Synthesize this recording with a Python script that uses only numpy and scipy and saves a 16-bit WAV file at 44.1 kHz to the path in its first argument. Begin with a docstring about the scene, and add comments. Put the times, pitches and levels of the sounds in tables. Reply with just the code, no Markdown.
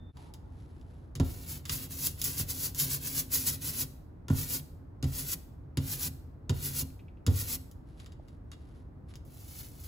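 """A print studio: a rubber hand roller is worked through tacky ink on a glass slab.
Ink threads snap behind it in a dense rasp that swells twice a stroke, first back and forth, then one way.
Each landing thumps the slab and clacks the metal frame. At the end the roller is turned in the hand
and run lightly over a wooden strip. The room rumbles softly throughout."""
import sys
import numpy as np
from scipy import signal
from scipy.fft import rfft, irfft, next_fast_len
from scipy.io import wavfile

SR = 44100
rng = np.random.default_rng(int(sys.argv[2]) if len(sys.argv) > 2 else 0)


def transcribe(signal):
    """Save signal, clipped to [-1, 1], as a 16-bit WAV file at the path in sys.argv[1]."""
    frames = np.atleast_2d(signal).T
    limited = np.clip(frames, -1, 1)
    pcm = np.round(limited * 32767).astype(np.int16)
    wavfile.write(sys.argv[1], SR, pcm)


N = 435266
TIME = np.arange(N) / SR
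FFT_SIZE = next_fast_len(N + 2000, real=True)
BINS_HZ = np.maximum(np.arange(FFT_SIZE // 2 + 1) * SR / FFT_SIZE, 1)

# Back-and-forth strokes. Each row: start and end in seconds, even film in dB, first swell in seconds
# and dB, second swell in seconds and dB, direction (1 push, -1 pull), extra coarse tearing in dB.
STROKES = [(1.248, 1.577, -52.5, 1.29, -54, 1.503, -39, 1, 0),
           (1.68, 1.856, -51.5, 1.732, -34.5, 1.833, -44, 1, 1.5),
           (1.912, 2.11, -50, 1.925, -43.5, 2.064, -30, -1, -1),
           (2.195, 2.42, -47, 2.256, -31.5, 2.394, -32, 1, 0.5),
           (2.495, 2.693, -48, 2.508, -35.5, 2.652, -30, -1, -1),
           (2.76, 2.966, -47, 2.804, -28, 2.92, -30.5, 1, 1),
           (3.015, 3.234, -49.5, 3.076, -34.5, 3.192, -29.5, -1, 0.5),
           (3.319, 3.551, -48, 3.343, -25.5, 3.474, -29, 1, 0.5),
           (3.623, 3.834, -49.5, 3.69, -32.5, 3.815, -30.5, -1, 1)]
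# Rubber lands on the slab, often one end first. Each row: time in seconds, thump in relative dB,
# hardness in dB per octave, ring length relative to the free slab, clack in dB.
LANDINGS = [(1.153, -38.5, 0.5, 3.9, -33.5), (1.199, -14, 4, 0.68, -29.5), (1.695, -37, -0.7, 1.45, -21),
            (2.397, -28.5, 1.5, 0.8, -33), (4.283, -38, 9.5, 0.73, -35.5), (4.3, -15.5, 3.2, 0.86, -37.5),
            (5.027, -21.5, 5, 0.34, -31), (5.041, -24, 0, 1.08, -34), (5.772, -24, 2.7, 1.26, -26),
            (6.495, -18, 4, 0.85, -25.5), (6.819, -34, 1.5, 1.3, -49), (7.265, -24.5, -2.5, 1.13, -24),
            (7.275, -17, 2, 0.94, -37)]
# Glass slab on trestles. Each row: frequency in Hz, relative level in dB, t60 in seconds.
SLAB_MODES = [(43.54, -13.5, 1), (81.66, -1.5, 0.46), (101.5, -3, 0.29), (141.3, 4.5, 0.14),
              (231.5, -8.5, 0.13), (262, -9, 0.19), (358.5, -10.5, 0.073), (470, -13.5, 0.04),
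              (700, -29.5, 0.015), (983, -23.5, 0.049), (1396, -27.5, 0.055), (1785, -34.5, .05)]
# Stereo image of the roller. Each row: frequency in Hz, left-right correlation.
ROLLER_CORRELATION = [(300, 0.49), (900, 0.42), (2000, 0.13), (4000, 0.67), (16000, 1)]


def from_db(db):
    """Decibels to gain."""
    return 10 ** (np.asarray(db) / 20)


def unit_rms(x):
    """Scale to rms 1."""
    return x / np.sqrt(np.mean(x ** 2) + 1e-20)


def at_hz(points, hz):
    """Read a table on a log-frequency axis."""
    points = np.array(points)
    return np.interp(np.log(hz), np.log(points[:, 0]), points[:, 1])


def drift(rate_hz):
    """Slow random wander, rms 1."""
    pole = np.exp(-80 * np.pi * rate_hz / SR)   # one step per 40 samples
    slow = signal.lfilter([1], [1, -2 * pole, pole * pole], rng.standard_normal(N // 40 + 2002))[2000:]
    return np.interp(np.arange(N) / 40, np.arange(len(slow)), unit_rms(slow))


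def colour(pair, spectrum, correlation):
    """Two independent signals to stereo of given spectrum and correlation, rms 1."""
    subsonic_cut = BINS_HZ ** 2 / (BINS_HZ ** 2 + 20 ** 2)
    mid, side = rfft(pair, FFT_SIZE) * from_db(at_hz(spectrum, BINS_HZ)) * subsonic_cut
    alike = np.clip(at_hz(correlation, BINS_HZ), -.99, .99)
    stereo = np.sqrt(1 + alike) * mid + np.sqrt(1 - alike) * side * [[1], [-1]]
    return unit_rms(irfft(stereo, FFT_SIZE)[:, :N])


def butterworth(x, hz, kind):
    """Butterworth filter, 12 dB per octave."""
    return signal.sosfilt(signal.butter(2, hz, kind, fs=SR, output="sos"), x)


def ring(force, hz, t60_s):
    """One mode: a unit impulse starts a decaying sine of height 1."""
    r, w = from_db(-60 / (t60_s * SR)), 2 * np.pi * hz / SR
    return signal.lfilter([0, np.sin(w)], [1, -2 * r * np.cos(w), r * r], force + 1e-18)


def resonance(x, hz, width_hz):
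    """Resonator with peak gain 1."""
    r, w = np.exp(-np.pi * width_hz / SR), 2 * np.pi * hz / SR
    return signal.lfilter(np.array([1, 0, -1]) * (1 - r * r) / 2, [1, -2 * r * np.cos(w), r * r], x + 1e-18)


def snaps(per_s, spread_db):
    """Two trains of tiny random snaps of uneven size and steady mean power."""
    chance = np.clip(per_s / SR, 1e-4, 1)
    sizes = from_db(spread_db * np.minimum(rng.exponential(1, (2, N)), 4)) * rng.choice([-1, 1], (2, N))
    return (rng.random((2, N)) < chance) * sizes / np.sqrt(chance)


def room_tone(rumble_db, whine_hz):
    """Soft rumble; a thin whine and its octave sound at first and stop as the level dips briefly."""
    # Each row: frequency in Hz, relative density in dB.
    rumble_spectrum = [(25, -10.5), (45, -1), (80, 3.5), (110, -1.5), (160, -5.5), (200, -14), (265, -9.5),
                       (400, -19), (600, -24), (900, -28), (1600, -37), (3000, -53.5), (8000, -62.5),
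                       (16000, -61.5)]
    # Each row: frequency in Hz, left-right correlation.
    correlation = [(60, 0.98), (250, 0.47), (600, 0.034), (1500, 0.05), (16000, 0.044)]
    rumble = from_db(rumble_db) * colour(rng.standard_normal((2, N)), rumble_spectrum, correlation)
    phase = 2 * np.pi * whine_hz * TIME
    whine = (from_db(-77) * np.sin(phase) + from_db(-68.5) * np.sin(2 * phase)) * (TIME < .125)
    dip = np.interp(TIME, [.1, .122, .135, .16], [1, .05, .05, 1])
    return (rumble + whine) * dip


def faint_murmur(hz, width_hz, decay_s):
    """A faint, dull band of noise fades away."""
    # Each row: start in seconds, level in dB.
    murmurs = [(0.162, -59.5)]
    envelope = sum(from_db(db) * (TIME > s) * np.exp(-np.abs(TIME - s) / decay_s) for s, db in murmurs)
    band = resonance(rng.standard_normal((2, N)), hz, width_hz)
    return envelope * unit_rms(resonance(band, hz, 2 * width_hz))


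def clicks_and_clacks(crack_s, rattle_s, rattle_db, ring_db):
    """Bright snaps, probably of ink, and clacks of the metal frame: crack, brief rattle, faint ring."""
    # Bright snaps during the strokes and light clacks of the frame.
    # Each row: time in seconds, peak in dB, brightness in Hz (higher for a sharper click).
    sharp_clicks = [(0.1704, -47.5, 3400), (.338, -41, 5950), (0.8127, -57, 3570), (1.654, -32.5, 4560),
                    (2.0694, -18, 14600), (2.2159, -19, 11400), (2.2412, -18, 15200), (2.381, -27, 12000),
                    (2.506, -29.5, 10000), (2.7472, -29.5, 14800), (2.799, -19.5, 7500),
                    (7.7135, -47, 11850), (7.9987, -44.5, 2800), (8.0611, -44, 3420), (8.1204, -50, 3250),
                    (8.2832, -53, 3480), (8.5165, -40.5, 2870), (8.533, -44.5, 2700), (9.1385, -47, 3040),
                    (9.1554, -41.5, 5500)]
    # Each row: frequency in Hz, width in Hz, relative level in dB.
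    frame_resonances = [(1160, 190, 0.5), (2003, 870, -0.5), (3080, 66, 8), (3550, 440, 3),
                        (4950, 570, 6.5), (6910, 1100, 5.5), (11030, 630, 4), (14800, 1400, -2.5)]
    # Each row: frequency in Hz, relative level in dB, t60 in seconds.
    ringing_modes = [(2033, -5.5, 0.11), (2820, 3, 0.07), (3410, -0.5, 0.11), (3790, 2, .09),
                     (4600, -19, 0.25), (4870, -7.5, .08), (7150, -13.5, 0.088)]
    out, t = np.zeros((2, N)), TIME[:SR // 6]
    envelope = np.exp(-t / crack_s) + from_db(rattle_db) * np.exp(-t / rattle_s)
    landing_clacks = [(s, clack_db, 4300) for s, *_, clack_db in LANDINGS]
    for s, peak_db, brightness_hz in sharp_clicks + landing_clacks:
        mid, side = rng.standard_normal((2, len(t))) * envelope
        burst = mid + .5 * side * [[1], [-1]]
        tilt_db_per_octave = 5 * np.log2(brightness_hz / 5500)
        click = 0
        for k, (hz, width_hz, db) in enumerate(frame_resonances):
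            gain = from_db(db + tilt_db_per_octave * np.log2(hz / 5000))
            click += (-1) ** k * gain * resonance(burst, hz, width_hz)
        click /= 3 * np.std(click[:, :SR // 200])   # peak near 1
        for hz, db, t60_s in ringing_modes:
            phase_turns = rng.random() + rng.normal(0, 0.18, (2, 1))
            decay = from_db(ring_db + db - 0.91 * tilt_db_per_octave - 60 * t / t60_s)
            click += decay * np.sin(2 * np.pi * (hz * t + phase_turns))
        start = int(s * SR)
        out[:, start:start + len(t)] += from_db(peak_db) * click
    return out


def handling(gain_db, edge_drop_db):
    """Fingers rub the handle in small uneven catches while the roller is in the air."""
    # Each row: centre in seconds, relative level in dB, half length in seconds.
    rubs = [(0.23, -60.5, 0.076), (.58, -64, 0.13), (0.886, -68.5, 0.27), (7.888, -65.5, 0.056),
            (8.026, -52, 0.058), (8.3, -65, 0.086), (8.678, -66, 0.17), (9.105, -61.5, .03)]
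    # Each row: frequency in Hz, relative density in dB.
    rustle_spectrum = [(600, -22), (1200, 8.5), (2500, 5.5), (4000, 5), (7000, -2.5), (11000, 1.5),
                       (16000, -34)]
    grip = drift(5.3)
    catches = snaps(1200 * from_db(4 * grip), spread_db=2)
    rustle = colour(catches, rustle_spectrum, ROLLER_CORRELATION) * from_db(3 * grip)
    envelope = sum(from_db(db - edge_drop_db * np.minimum(((TIME - s) / half_s) ** 2, 20))
                   for s, db, half_s in rubs)
    return from_db(gain_db) * envelope * rustle


def slab_thumps(contact_s, gain_db):
    """Landings ring the slab; harder blows favour higher modes, and the roller's weight damps them."""
    out, t = np.zeros(N), TIME[:SR]
    for s, thump_db, hardness, ring_length, _ in LANDINGS:
        start = int(s * SR)
        for k, (hz, db, t60_s) in enumerate(SLAB_MODES):
            gain = from_db(gain_db + thump_db + db + hardness * np.log2(hz / 150) + rng.normal(0, 0.85))
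            decay = from_db(-60 * t / (t60_s * max(ring_length, .5)))
            envelope = decay - from_db(-60 * t / (contact_s + 2 / hz))   # the glass swings up gradually
            loaded_hz = hz * rng.normal(1, .015)   # pitch varies with where the roller presses
            out[start:start + len(t)] += (-1) ** k * gain * envelope * np.sin(2 * np.pi * loaded_hz * t)
    return out


def shudder(decay_s, gain_db):
    """Each landing shakes the trestles and the things on the glass: a dull, unpitched thud."""
    envelope, t = np.zeros(N), TIME[:SR // 2]
    attack = 1 - np.exp(-t / 0.0019)
    for s, thump_db, hardness, ring_length, _ in LANDINGS:
        start = int(s * SR)
        decay = np.exp(-t / (decay_s * max(ring_length, .5)))
        envelope[start:start + len(t)] += from_db(thump_db + hardness) * attack * decay
    thud = unit_rms(butterworth(rng.standard_normal(N), [55, 350], "band"))
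    return from_db(gain_db) * envelope * thud


def swell(peak_s, peak_db, rise_db_per_s, fall_db_per_s, crest_s):
    """Rasp power as the roller's tackiest patch meets the glass: rise, rounded crest, fall."""
    away_s = np.hypot(TIME - peak_s, crest_s) - crest_s
    loss_db = away_s * np.where(TIME < peak_s, rise_db_per_s, fall_db_per_s)
    return from_db(np.maximum(peak_db - loss_db, -150)) ** 2


def stroke_gate(start_s, end_s, rise_db_per_s, fall_db_per_s):
    """Power gain: 1 while the roller runs, dying away on both sides."""
    loss_db = rise_db_per_s * np.maximum(start_s - TIME, 0) + fall_db_per_s * np.maximum(TIME - end_s, 0)
    return from_db(-np.minimum(loss_db, 150)) ** 2


def back_and_forth_power():
    """Even film plus two swells a stroke; a push meets the tacky patch's sharp edge first, a pull last."""
    sharp_db_per_s, thin_db_per_s = 599, 188.5
    power = 0
    for start_s, end_s, film_db, first_s, first_db, second_s, second_db, direction, _ in STROKES:
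        edges = (sharp_db_per_s, thin_db_per_s) if direction > 0 else (thin_db_per_s, sharp_db_per_s)
        swells = swell(first_s, first_db, *edges, crest_s=0.0073)
        swells += swell(second_s, second_db, *edges, crest_s=0.0073)
        gate = stroke_gate(start_s, end_s, rise_db_per_s=603.5, fall_db_per_s=546.5)
        power += (from_db(film_db) ** 2 + swells) * gate
    return power


def tearing_db(glass_db):
    """Coarse tearing follows the rasp in part and is stronger where a stroke meets thicker ink."""
    thickness = [(s, extra_db) for start_s, end_s, *_, extra_db in STROKES for s in (start_s, end_s)]
    return -49.5 + 0.68 * (glass_db + 34.5) + np.interp(TIME, *np.transpose(thickness))


def ink_rasp(fine_db, coarse_db):
    """Ink threads stretch and snap behind the rubber; faster rolling breaks more of them."""
    # Each row of both: frequency in Hz, relative density in dB.
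    fine_spectrum = [(1500, -31.5), (3000, -15.5), (4800, -0.5), (7200, 1.5), (9000, 0), (11300, 5.5),
                     (15500, 5), (17000, -57.5)]
    coarse_spectrum = [(300, 8.5), (600, -6), (1000, 2), (1500, 3.5), (2200, 4.5), (3200, 4.5), (4500, 5.5),
                       (8000, -69)]
    speed = from_db(.5 * (np.maximum(fine_db, -70) + 35.5))
    uneven_film_db = drift(43)
    fine = colour(snaps(14000 * speed, spread_db=3), fine_spectrum, ROLLER_CORRELATION)
    coarse = colour(snaps(3000 * speed, spread_db=2), coarse_spectrum, ROLLER_CORRELATION)
    return from_db(uneven_film_db) * (from_db(fine_db + 1.5) * fine + from_db(coarse_db + 2) * coarse)


def nearby_echoes(x, wander, stereo_spread):
    """Glass, hand and apron reflect the rasp; the paths wander, so its colour shifts."""
    # Each row: delay in seconds, level in dB relative to the direct sound.
    paths = [(.0015, -11.5), (.0021, -6.5), (.0039, -13.5), (.0064, -7)]
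    index, out = np.arange(N), x.copy()
    for delay_s, db in paths:
        path_s = delay_s * (1 + wander * drift(1.195))
        for channel in range(2):
            lag_samples = path_s * (1 + stereo_spread * drift(0.84)) * SR
            out[channel] += from_db(db) * np.interp(index - lag_samples, index, x[channel])
    return out / np.sqrt(1 + sum(from_db(db) ** 2 for _, db in paths))


def rolling(rasp_db, lag_s, level_db):
    """The turning rubber shakes the slab just after each swell, more gently than its rasp grows."""
    force = rng.standard_normal(N) * from_db(.36 * np.interp(TIME - lag_s, TIME, rasp_db))
    force = butterworth(force, 105, "high")
    slab = sum(from_db(db) * ring(force, hz, t60_s) for hz, db, t60_s in SLAB_MODES)
    return from_db(level_db) * unit_rms(slab)


def one_way_power(turn_s, film_db, first_db, second_db):
    """Rasp power as the roller is set down, pushed for two turns and lifted off."""
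    # Each row: start, first swell and lift, all in seconds.
    pushes = [(4.313, 4.41, 4.597), (5.063, 5.193, 5.335), (5.806, 5.92, 6.078), (6.542, 6.663, 6.818),
              (7.294, 7.4, 7.555)]
    shape = dict(rise_db_per_s=290.5, fall_db_per_s=395, crest_s=0.028)
    power = 0
    for start_s, first_s, lift_s in pushes:
        swells = swell(first_s, first_db, **shape) + swell(first_s + turn_s, second_db, **shape)
        gate = stroke_gate(start_s, lift_s, rise_db_per_s=1499.5, fall_db_per_s=900.5)
        power += (from_db(film_db) ** 2 + swells) * gate
    return power


def axle_ticks(hz, width_hz, decay_s):
    """The free-spinning roller catches on its axle once a turn and rings one frame resonance."""
    # Each row: time in seconds, relative level in dB.
    ticks = [(6.901, -54), (6.993, -47), (7.082, -50.5), (7.172, -57)]
    envelope = sum(from_db(db) * (TIME > s) * np.exp(-np.abs(TIME - s) / decay_s) for s, db in ticks)
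    rub = resonance(rng.standard_normal(N), hz, width_hz)
    return 0.22 * envelope * unit_rms(resonance(rub, hz, 3 * width_hz))


def hollow_tap(hz, t60_s):
    """A soft contact as the roller is lifted away: two well-damped modes."""
    # Each row: time in seconds, level in dB.
    taps = [(8.197, -43.5)]
    force = np.zeros(N)
    for s, db in taps:
        force[int(s * SR)] = from_db(db)
    return ring(force, hz, t60_s) - 0.35 * ring(force, hz * 1.38, t60_s)


def wood_pass_db():
    """Rasp level as the roller runs lightly over the wooden strip."""
    # Each row: time in seconds, level in dB.
    levels = [(9.25, -69.5), (9.38, -57.5), (9.46, -57), (9.6, -47), (9.74, -61), (9.81, -55.5),
              (9.86, -53)]
    return np.interp(TIME, *np.transpose(levels), left=-150)


def studio_reverb(x):
    """Diffuse tail: octave bands of decaying noise, the midrange lasting longest."""
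    # Each row: frequency in Hz, t60 in seconds.
    decay_times = [(80, 0.36), (500, .55), (4000, 0.59), (9000, 0.34), (16000, 0.49)]
    t, tail = TIME[:SR], 0
    edges_hz = np.geomspace(40, 18000, 10)
    for low_hz, high_hz in zip(edges_hz, edges_hz[1:]):
        band = butterworth(rng.standard_normal((2, SR)), [low_hz, high_hz], "band")
        tail += band * from_db(-60 * t / at_hz(decay_times, np.sqrt(low_hz * high_hz)))
    tail = unit_rms(tail * (1 - np.exp(-t / 0.01))) / np.sqrt(SR)
    return signal.fftconvolve(x, tail, axes=1)[:, :N]


def scene():
    """Ink, frame and slab close by, the studio around them."""
    glass_power = back_and_forth_power()
    glass_power += one_way_power(turn_s=0.13, film_db=-55.5, first_db=-36, second_db=-33)
    glass_db, wood_db = 10 * np.log10(glass_power), wood_pass_db()
    rasp = ink_rasp(fine_db=np.maximum(glass_db, wood_db),
                    coarse_db=np.maximum(tearing_db(glass_db), wood_db - 10.5))
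    rasp = nearby_echoes(rasp, wander=.09, stereo_spread=0.0059) * from_db([[.3], [-.3]])
    small_sounds = clicks_and_clacks(crack_s=0.00036, rattle_s=0.011, rattle_db=-8.5, ring_db=-24)
    small_sounds += handling(gain_db=-6.5, edge_drop_db=13.5)
    small_sounds += faint_murmur(hz=850, width_hz=180, decay_s=0.28)
    small_sounds += axle_ticks(hz=2430, width_hz=570, decay_s=0.013)
    small_sounds += hollow_tap(hz=622.9, t60_s=0.021)
    slab = slab_thumps(contact_s=0.017, gain_db=-2) + shudder(decay_s=0.03, gain_db=-18)
    slab += rolling(glass_db, lag_s=.015, level_db=-49)
    slab = slab * from_db([[-.6], [.6]])
    reverb = studio_reverb(from_db(-19) * rasp + from_db(-13.5) * small_sounds + from_db(-8.5) * slab)
    return rasp + small_sounds + slab + reverb + room_tone(rumble_db=-47.16, whine_hz=1788)


def record(dry):
    """Two microphone ports share the bass and differ in phase higher up; steep cut at 16.1 kHz."""
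    # Each row: frequency in Hz, lead of the left port in turns.
    port_phase = [(450, 0), (1400, .3), (2200, .25), (2800, 0), (7400, 0), (8600, -.47), (9300, -.53),
                  (10600, -1), (11650, -1), (12950, -1.47), (13550, -1.53), (14900, -2)]
    phase = 2 * np.pi * np.interp(BINS_HZ, *np.transpose(port_phase))
    mid, side = rfft(dry[0] + dry[1], FFT_SIZE) / 2, rfft(dry[0] - dry[1], FFT_SIZE) / 2
    # in the treble the ports agree best where they are in step or opposed
    treble = np.interp(BINS_HZ, [5500, 6800], [0, 1])
    side *= 1 - treble + treble * (.2 + 1.3 * np.abs(np.sin(phase)))
    side *= np.interp(BINS_HZ, [150, 500], [.55, 1])
    left, right = (mid + side) * np.exp(.5j * phase), (mid - side) * np.exp(-.5j * phase)
    ports = irfft(np.array([left, right]), FFT_SIZE)[:, :N]
    return signal.sosfilt(signal.ellip(12, .1, 80, 16100, fs=SR, output="sos"), ports)


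dry = scene()
out = record(dry)
transcribe(out)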